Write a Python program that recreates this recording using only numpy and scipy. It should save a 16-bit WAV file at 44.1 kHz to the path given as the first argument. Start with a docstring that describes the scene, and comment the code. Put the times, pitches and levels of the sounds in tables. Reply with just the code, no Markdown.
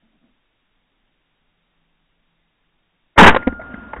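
"""One shotgun shot over a field

A shot at a clay target is heard by a small camera fixed to the gun. Hands rub on the stock, then the
blast overloads the microphone for a tenth of a second. The gun's moving parts clatter, the stock
knocks and the steel rings on one note while the bang rolls back from the trees."""
import sys
import numpy as np
from scipy import signal
from scipy.fft import rfft, irfft
from scipy.io import wavfile

SR = 44100
rng = np.random.default_rng(int(sys.argv[2]) if len(sys.argv) > 2 else 0)


def unload_wav(signal):
    """Save mono or channel-first audio to the path in sys.argv[1] as 16-bit WAV at rate SR, clipped to [-1, 1]."""
    wavfile.write(
        sys.argv[1],
        SR,
        np.round(np.clip(np.atleast_2d(signal).T, -1, 1) * 32767).astype(np.int16),
    )


N = 176400  # 4 seconds
BAND_HZ = 3800  # the microphone hears little above this


def from_db(db):
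    """Turn decibels into a number to multiply by."""
    return 10 ** (np.asarray(db) / 20)


def since(start):
    """Seconds since a moment, zero before it."""
    return np.maximum(np.arange(N) / SR - start, 0)


def noise(colour):
    """Noise of strength 1 in the microphone's band; its colour says which frequencies are strong."""
    hz = np.maximum(np.arange(N // 2 + 1) * SR / N, 1)
    points, db = np.transpose(colour)
    gain = from_db(np.interp(np.log(hz), np.log(points), db)) * (hz < BAND_HZ)
    x = irfft(rfft(rng.standard_normal(N)) * gain, N)
    return x / x.std()


def burst(start, db, rise, hold, fall):
    """Loudness over time: it rises, holds, then fades by `fall` dB per second."""
    return np.minimum(since(start) / rise, 1) * from_db(db - fall * since(start + rise + hold))


def low_pass(x, hz):
    """Cut away the sound above a frequency."""
    return signal.sosfilt(signal.ellip(10, .1, 85, hz, fs=SR, output="sos"), x)


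# The tone of the hiss and of the hum. Each row: frequency in Hz, relative level in dB.
HISS_COLOUR = [(20, 3), (35, -2.5), (60, -19), (110, -14.5), (165, -15), (260, -13.5), (400, -20),
               (2500, -21), (3800, -21)]
HUM_COLOUR = [(110, -52.5), (150, -18), (166, 2.5), (185, -21.5), (260, -41.5)]

def background():
    """Steady hiss and rumble; a faint hum comes and goes."""
    swell = np.exp(-((since(0) - 2.25) / 0.95) ** 2)  # loudest at 2.25 seconds
    hum = from_db(-77) * swell * noise(HUM_COLOUR)
    return from_db(-66) * noise(HISS_COLOUR) + hum


# Hands shifting. Each row: start in seconds, level in dB, rise in seconds, fade in dB per second.
RUBS = [(.02, -61.5, 0.01, 117), (.125, -67, 0.03, 220), (.21, -57.5, 0.028, 178)]
# The tone of a rub. Each row: frequency in Hz, relative level in dB.
RUB_COLOUR = [(90, -22), (170, -9.5), (240, 3.5), (320, -8), (420, -23), (680, -14), (1000, -33),
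              (3800, -41)]

def hands():
    """Hands settle on the stock with a dull rub."""
    return noise(RUB_COLOUR) * sum(burst(start, db, rise, 0, fall) for start, db, rise, fall in RUBS)


# The returning bangs. Each row: start in seconds, level in dB, rise in seconds,
# fade in dB per second, tilt in dB per octave (higher is brighter).
ECHOES = [(3.188, -9.5, .03, 137, -0.5), (3.45, -32, .04, 95.5, -2.5), (3.6, -38.5, 0.036, 11, -1),
          (3.681, -50, 0.037, 12, 2.5)]
# Their tone before the tilt. Each row: frequency in Hz, relative level in dB.
ECHO_COLOUR = [(30, -3.5), (65, 8.5), (140, -6), (245, 9), (380, -7.5), (600, -3), (1100, -6), (1600, -6),
               (2200, -18), (3000, -20.5), (3800, -31)]

def echoes():
    """The bang scatters back from the ground, a shed and trees, each echo with its own brightness."""
    out = np.zeros(N)
    for start, db, rise, fall, tilt in ECHOES:
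        colour = [(hz, level + tilt * np.log2(hz)) for hz, level in ECHO_COLOUR]
        out += burst(start, db, rise, 0, fall) * noise(colour)
    return out


# Blows that set the steel ringing. Each row: start in seconds, level in dB.
STEEL_BLOWS = [(3.182, -28), (3.478, -50)]

def steel(pitch_hz=1413, ring_seconds=2.93):
    """The gun's steel rings on one long, clean note, topped up by each blow."""
    level = sum(burst(start, db, .003, 0, 60 / ring_seconds) for start, db in STEEL_BLOWS)
    return level * np.sin(2 * np.pi * pitch_hz * since(0))


# Knocks of the hammer, moving parts, stock and hands. Each row: start in seconds, note level in dB,
# pitch in Hz, swell in seconds, hardness (higher is sharper), rattle level in dB.
KNOCKS = [(3.158, -31, 656, 0.025, .1, -29), (3.1748, -16, 1060, 0.0029, .2, -28),
          (3.221, 2.5, 196.5, 0.0047, .1, -52), (3.276, -2, 862, 0.0035, .1, -26),
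          (3.285, -11.5, 687, 0.0048, 2, -18), (3.305, -24, 908, 0.0035, 3.4, -23),
          (3.3235, -26, 712, 0.002, 3.1, -41.5), (3.3445, -7.5, 880, 0.0029, 2.4, -22),
          (3.3608, 0, 530.3, 0.0037, 5.5, -16.5), (3.423, -32.5, 1967, 0.0048, .1, -38.5),
          (3.4691, -5.5, 257.2, 0.006, 2.2, -24.5), (3.523, -24.5, 244, 0.0037, .8, -38),
          (3.593, -28, 649, .006, 0.37, -41.5), (3.613, -41, 1817, 0.0047, .1, -36),
          (3.7385, -24, 238, 0.004, .3, -50), (3.7394, -33.5, 1535, 0.0033, 0.085, -41.5),
          (3.778, -35, 243, 0.003, .1, -60), (3.931, -24, 868, 0.0054, 0.37, -32),
          (3.959, -35.5, 1091, 0.0076, 0.44, -35), (3.968, -34, 54.6, 0.019, .1, -45)]
# The tone of the rattle. Each row: frequency in Hz, relative level in dB.
RATTLE_COLOUR = [(60, -13), (250, 5.5), (600, 7), (1000, 1), (1600, 4.5), (2100, 4), (2600, -34),
                 (3800, -28.5)]

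def knocks():
    """Each knock is a few quick bounces that rattle loose parts and leave a short shudder."""
    out = np.zeros(N)
    rattle = noise(RATTLE_COLOUR)
    uneven = 0.098 * noise([(15, -20), (150, 0), (1500, -70)])  # bounces come a little early or late
    for start, note_db, hz, swell, hardness, rattle_db in KNOCKS:
        t = since(start)
        hit = (t / swell * np.exp(1 - t / swell)) ** 2.07  # the power narrows the peak
        shudder = from_db(-4) * np.minimum(t / swell, 1) * np.exp(-t / 0.0073)
        cycles = hz * (since(0) - start) + uneven * min(hz / 700, 1.5)
        contact = np.exp(hardness * np.sin(2 * np.pi * cycles))  # one push per bounce
        bounces = (contact - contact.mean()) / (contact.max() - contact.mean())
        grit = rattle * np.sqrt(contact / contact.mean())
        out += (hit + shudder) * (from_db(note_db) * bounces + from_db(rattle_db) * grit)
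    return out


# The blast and kick. Each row: start in seconds, level in dB, hold in seconds, fade in dB per second.
BLASTS = [(3.1773, 5, 0.01, 295.5), (3.223, -4, 0.0034, 223), (3.262, 0.5, 0.017, 1099.5)]
# Their tone. Each row: frequency in Hz, relative level in dB.
BLAST_COLOUR = [(30, -14), (90, -6), (180, -0.5), (450, 0), (740, -3), (910, 6), (1100, -0.5), (1600, 1),
                (2100, -4.5), (3000, -13.5), (3800, -30)]

def blast(rise_seconds=0.0025):
    """The blast from the barrel and the backward kick shake the gun violently."""
    level = sum(burst(start, db, rise_seconds, hold, fall) for start, db, hold, fall in BLASTS)
    return level * noise(BLAST_COLOUR)


def scene():
    """The gun and its echoes over a quiet field, in one channel."""
    return (hands() + blast() + knocks() + steel() + echoes() + background())[None]


def record(dry):
    """The microphone swings more freely one way than the other, and loud peaks overload it."""
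    bend, ceiling = 0.42, from_db(-2)
    lopsided = dry + np.hypot(dry, bend) - bend
    # Cutting below 7.7 Hz lets the signal settle back to rest after a one-sided swing.
    centred = signal.sosfilt(signal.butter(1, 7.7, "high", fs=SR, output="sos"), lopsided)
    muffled = low_pass(np.clip(centred, -ceiling, ceiling), BAND_HZ)
    flattened = np.clip(from_db(.8) * muffled, -1, 1)  # a small boost overloads it again
    return low_pass(flattened, hz=15800)


dry = scene()
out = record(dry)
unload_wav(out)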